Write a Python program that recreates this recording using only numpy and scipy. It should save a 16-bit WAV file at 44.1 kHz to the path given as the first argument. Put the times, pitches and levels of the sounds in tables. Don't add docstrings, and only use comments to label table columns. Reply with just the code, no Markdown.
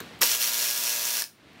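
import sys
import numpy as np
from scipy import signal
from scipy.fft import rfft, irfft, next_fast_len
from scipy.io import wavfile
from scipy.ndimage import uniform_filter1d, map_coordinates

SR = 44100
rng = np.random.default_rng(int(sys.argv[2]) if len(sys.argv) > 2 else 0)


def convert_level_to_amplitude(level_db):
    exponent = np.asarray(level_db, float) / 20
    return 10 ** exponent


def digitize_waveform(pressure):
    field = np.atleast_2d(pressure).T
    bounded = np.clip(field, -1, 1)
    quanta = np.round(bounded * 32767).astype(np.int16)
    wavfile.write(sys.argv[1], SR, quanta)


N = 70560


def unit(x):
    return x / np.sqrt(np.mean(x ** 2) + 1e-20)


def along(points, hz):
    f, v = np.transpose(points)
    return np.interp(np.log(hz + 1), np.log(f + 1), v)


def curve(rows):
    return np.interp(np.arange(N) / SR, *np.transpose(rows))


def wobble(rate_hz):
    return map_coordinates(rng.standard_normal(400), [np.arange(N) * rate_hz / SR])


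def coloured(x, gain):
    m = 2 * next_fast_len(N)
    cepstrum = irfft(np.log(gain(np.fft.rfftfreq(m, 1 / SR)) + 1e-6), m)
    cepstrum[1:m // 2] *= 2
    cepstrum[m // 2 + 1:] = 0
    return irfft(rfft(x, m) * np.exp(rfft(cepstrum)), m)[:N]


def shop():
    # f/Hz, density/dB per Hz
    spectrum = [(40, -13), (85, -0.5), (200, 1), (900, -11), (2100, -11), (4000, -14.5), (6500, -25.5),
                (16000, -37.5)]
    level_db, split_hz = -48.5, 400
    hiss_sway_db, rumble_sway_db = .5, 1.2
    hiss = coloured(rng.standard_normal(N), lambda f: convert_level_to_amplitude(along(spectrum, f)) * (f > split_hz))
    rumble = coloured(rng.standard_normal(N), lambda f: convert_level_to_amplitude(along(spectrum, f)) * (f <= split_hz))
    hiss = hiss * convert_level_to_amplitude(hiss_sway_db * wobble(33.1))
    rumble = rumble * convert_level_to_amplitude(rumble_sway_db * wobble(25.73))
    return convert_level_to_amplitude(level_db) * unit(hiss + rumble)


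def taps():
    # t/s, peak level/dB, f/Hz, t60/s
    contacts = [(.003, -36, 1310, 0.039), (.003, -38.5, 1580, 0.045), (0.00844, -40, 408, 0.045),
                (0.11, -46, 470, 0.034), (0.0069, -40.5, 3940, 0.035), (0.063, -51, 168, 0.155),
                (.0032, -37, 6480, .016), (.0032, -40, 14000, .012), (.118, -59, 13000, .008),
                (.184, -60, 11000, .006), (.1915, -50, 9000, .008), (.1915, -51, 13500, .008),
                (.216, -16, 5300, .014), (.2165, -13, 13000, .009), (.2105, -38, 450, .05),
                (.211, -35, 1300, .04), (.218, -31, 420, .025), (.2185, -18, 3550, .02),
                (.2192, -18, 1150, .016), (.2235, -21, 1700, .018), (.221, -22, 2100, .02),
                (.229, -27, 900, .03), (.2265, -29, 660, .03), (.234, -25, 1500, .03),
                (.2205, -19, 2500, .03), (.223, -22, 1900, .025), (.2253, -10, 14500, .008),
                (.2305, -18, 12000, .01), (.2315, -16, 5700, .018), (.2325, -15, 4400, .016),
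                (.227, -28, 500, .03), (.235, -26, 480, .03), (.243, -35, 420, .02),
                (.238, -13, 8000, .007), (.241, -20, 6000, .006), (.2535, -19, 6500, .008),
                (.2438, -12, 7500, .01), (1.2212, -6, 5500, .007), (1.2212, -11, 9000, .008),
                (1.2195, -18, 1680, .03), (1.2255, -23, 1350, .018), (1.2403, -13, 5000, .006),
                (1.2403, -21, 2700, .008), (1.532, -53, 12000, 0.007), (1.568, -44.5, 230, 0.11)]
    # f/Hz, gain/dB
    crack_colour = [(200, -30), (800, -16), (2500, -5), (5000, -1), (14000, -1)]
    crack_gain, crack_t60_ratio, crack_t60_max_s, full_crack_hz = .9, .8, .011, 5000
    rise_cycles, detune = .6, .051
    rings, cracks = np.zeros(N + SR), np.zeros(N + SR)
    t = np.arange(SR // 5) / SR
    for s, db, hz, t60 in contacts:
        start = round(s * SR)
        ring = sum(np.sin(2 * np.pi * hz * (1 + detune * k) * t) for k in rng.standard_normal(3)) / 2
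        rise = 1 - np.exp(-t * hz / rise_cycles)
        rings[start:][:len(t)] += convert_level_to_amplitude(db - 60 * t / t60) * ring * rise
        crack_t60 = min(crack_t60_ratio * t60, crack_t60_max_s)
        crack = crack_gain * min(1, hz / full_crack_hz) * rng.standard_normal(len(t))
        cracks[start:][:len(t)] += convert_level_to_amplitude(db - 60 * t / crack_t60) * crack
    return rings[:N] + coloured(cracks[:N], lambda f: convert_level_to_amplitude(along(crack_colour, f)))


def room(x):
    # f/Hz, t60/s
    decay = [(300, 0.24), (3000, 0.2), (12000, 0.24)]
    new_tail_s, delay_samples = .1, 150
    out, step = np.zeros(N + 2 * SR), round(new_tail_s * SR)
    for a in range(0, N, step):
        hz, t, z = signal.stft(rng.standard_normal(SR // 2), SR, nperseg=256)
        fade = convert_level_to_amplitude(-60 * t / along(decay, hz)[:, None])
        tail = signal.istft(z * fade, SR, nperseg=256)[1]
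        wet = signal.fftconvolve(x[a:a + step], tail / np.linalg.norm(tail))
        out[a + delay_samples:][:len(wet)] += wet
    return out[:N]


def knock_hits(turns):
    # place/turn, level/dB
    knocks = [
        (.065, 0),
        (.18, -9),
        (.385, -1.5),
        (.69, -11),
        (.835, -4.5),
    ]
    # t/s, level over the rattle/dB
    jolts = np.array([(0.2727, 5.5), (0.3157, 6.3), (0.3495, 6.8), (0.495, 6.7), (0.5343, 6.8),
                      (0.543, 7.0), (0.7021, 8.1), (0.7102, 6.1), (0.777, 6.1), (0.8383, 5.5),
                      (0.8688, 6.0), (0.8776, 7.1), (0.8943, 6.4), (0.9384, 6.9), (1.0054, 6.1),
                      (1.0192, 5.9), (1.0275, 6.5), (1.0526, 6.8), (1.0693, 5.9), (1.0884, 5.6),
                      (1.1057, 5.7), (1.1386, 5.9), (1.1697, 5.9)])
    scatter_db, jitter_turns, jolt_db = .8, .008, -7
    rattle_per_s, rattle_db, rattle_spread_db = 300, -15, 1.1
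    count = np.arange(int(turns[-1]) - 1)
    luck = rng.standard_normal((len(count), len(knocks), 2))
    loose = rng.random((int(rattle_per_s * N / SR), 2))
    place, db = np.transpose(knocks)
    at = np.searchsorted(turns, count[:, None] + place + jitter_turns * luck[..., 0]).ravel()
    hits = np.bincount(at, convert_level_to_amplitude(db + scatter_db * luck[..., 1]).ravel(), N)[:N]
    loose_level = convert_level_to_amplitude(rattle_db - rattle_spread_db * np.log(loose[:, 1]))
    hits += np.bincount((loose[:, 0] * N).astype(int), loose_level, N)
    hits[np.round(jolts[:, 0] * SR).astype(int)] += convert_level_to_amplitude(jolts[:, 1] + jolt_db)
    return hits


def head_rattle(hits):
    # f/Hz, density/dB per Hz
    spectrum = [(35, -73.5), (60, -65), (233, -34.5), (398, -14), (593, -11.5), (636, -12.5), (1660, -7),
                (5590, -4.5), (16000, -6.5)]
    # f/Hz, width/Hz, level/dB
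    resonances = [(1648, 37, 7.5), (2650, 880, 4.5), (3450, 310, 4), (4250, 500, 5), (5655, 1140, 7.5),
                  (6880, 920, 3.5), (13320, 6900, 5.5)]
    knock_t60_s, rise_s = .005, .00072
    bed_db, body_bed_db, blur_hz = -3, 2, 3200
    spits = signal.lfilter([1], [1, -convert_level_to_amplitude(-60 / (knock_t60_s * SR))], hits)
    spits = unit(uniform_filter1d(spits, max(1, round(rise_s * SR))))
    grit = rng.standard_normal(N)
    sharp = unit((spits + convert_level_to_amplitude(bed_db)) * grit)
    blurred = unit((spits + convert_level_to_amplitude(body_bed_db)) * grit)
    b, a = signal.butter(2, blur_hz, fs=SR)
    noise = sharp + signal.filtfilt(b, a, blurred - sharp)

    def steel(f):
        peaks = sum(db / (1 + (2 * (f - c) / w) ** 2) for c, w, db in resonances)
        return convert_level_to_amplitude(along(spectrum, f) + peaks)

    return unit(coloured(noise, steel))


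def shaft_hum(turns):
    # multiple of the shaft rate, level against the rattle/dB, drift as the screw frees/dB per s
    tones = [(0.978, -45.5, 2), (1.991, -33, 0), (3.018, -34.5, -3), (3.94, -33, 1), (4.995, -29, 0),
             (5.666, -29.5, 0.5), (7.99, -27, -0.5), (9.97, -32, -4), (11.85, -29.5, -7.5), (13.97, -25, 6),
             (15.66, -49.5, 17.5), (67.6, -34, 11)]
    waver_db, waver_growth_db, waver_max_multiple = .4, .3, 14
    drift_zero_s, turn_jitter = .7, .0022
    t = np.arange(N) / SR
    hum = np.zeros(N)
    for k, db, drift in tones:
        waver = (waver_db + waver_growth_db * min(k, waver_max_multiple)) * np.tanh(wobble(12.46))
        level = convert_level_to_amplitude(db + drift * (t - drift_zero_s) + waver)
        hum += level * np.sin(2 * np.pi * k * (turns + turn_jitter * wobble(22.4)))
    return np.sqrt(2) * hum


def ratchet():
    # t/s, f/Hz
    speed = [
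        (.21, 117),
        (.27, 118.3),
        (.37, 118.7),
        (.43, 119.4),
        (.65, 119.35),
        (.8, 119.7),
        (1.2, 119.75),
        (1.23, 116),
    ]
    # t/s, level/dB
    load = [(.2095, -33.5), (.2155, -26), (.217, -21), (.236, -25), (.26, -16.5), (.33, -14.5),
            (.385, -20.5), (.425, -12.5), (.5, -17), (.65, -14.5), (.74, -17.5), (.86, -16), (.96, -17),
            (1.05, -17), (1.2, -15.5), (1.224, -20.5), (1.232, -25.5), (1.27, -44)]
    start_s, stop_s = .2095, 1.3
    hum_lead_db, hum_top_db = 4, -16.5
    turns = np.cumsum(curve(speed)) / SR
    rattle = head_rattle(knock_hits(turns))
    hum = shaft_hum(turns)
    t = np.arange(N) / SR
    running = (t > start_s) * (t < stop_s)
    load_db, flutter_db = curve(load), .45 * wobble(30.9)
    hum_db = np.minimum(load_db + hum_lead_db, hum_top_db)
    return rattle * convert_level_to_amplitude(load_db + flutter_db) * running, hum * convert_level_to_amplitude(hum_db + flutter_db) * running


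def scuff():
    # t/s, level/dB
    slide = [
        (1.3, -70),
        (1.45, -66),
        (1.54, -59),
        (1.6, -52),
    ]
    centre_hz, width_hz = 2220, 890
    rub = coloured(rng.standard_normal(N), lambda f: 1 / (1 + ((f - centre_hz) / width_hz) ** 4))
    return unit(rub) * convert_level_to_amplitude(curve(slide) + 2.5 * wobble(39.7))


def scene():
    wet_db, hum_wet = -9, .35
    rattle, hum = ratchet()
    tool = rattle + taps()
    echo = convert_level_to_amplitude(wet_db) * room(tool + hum_wet * hum)
    return (tool + hum + echo + shop() + scuff())[None]


def low_pass(x):
    return signal.sosfilt(signal.butter(12, 17070, fs=SR, output="sos"), x)


def record(dry):
    # t/s, gain/dB
    gain_control = [
        (0, 5.5),
        (.236, 1),
        (.27, -8.5),
        (.4, -10.5),
        (1.32, -12),
        (1.45, -5.5),
        (1.6, -2.5),
    ]
    # f/Hz, gain/dB
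    response = [(30, -14), (70, -4), (200, 0), (15780, 0), (15900, -70)]
    heard = coloured(dry[0] * convert_level_to_amplitude(curve(gain_control)), lambda f: convert_level_to_amplitude(along(response, f)))
    return low_pass(heard[None])


dry = scene()
out = record(dry)
digitize_waveform(out)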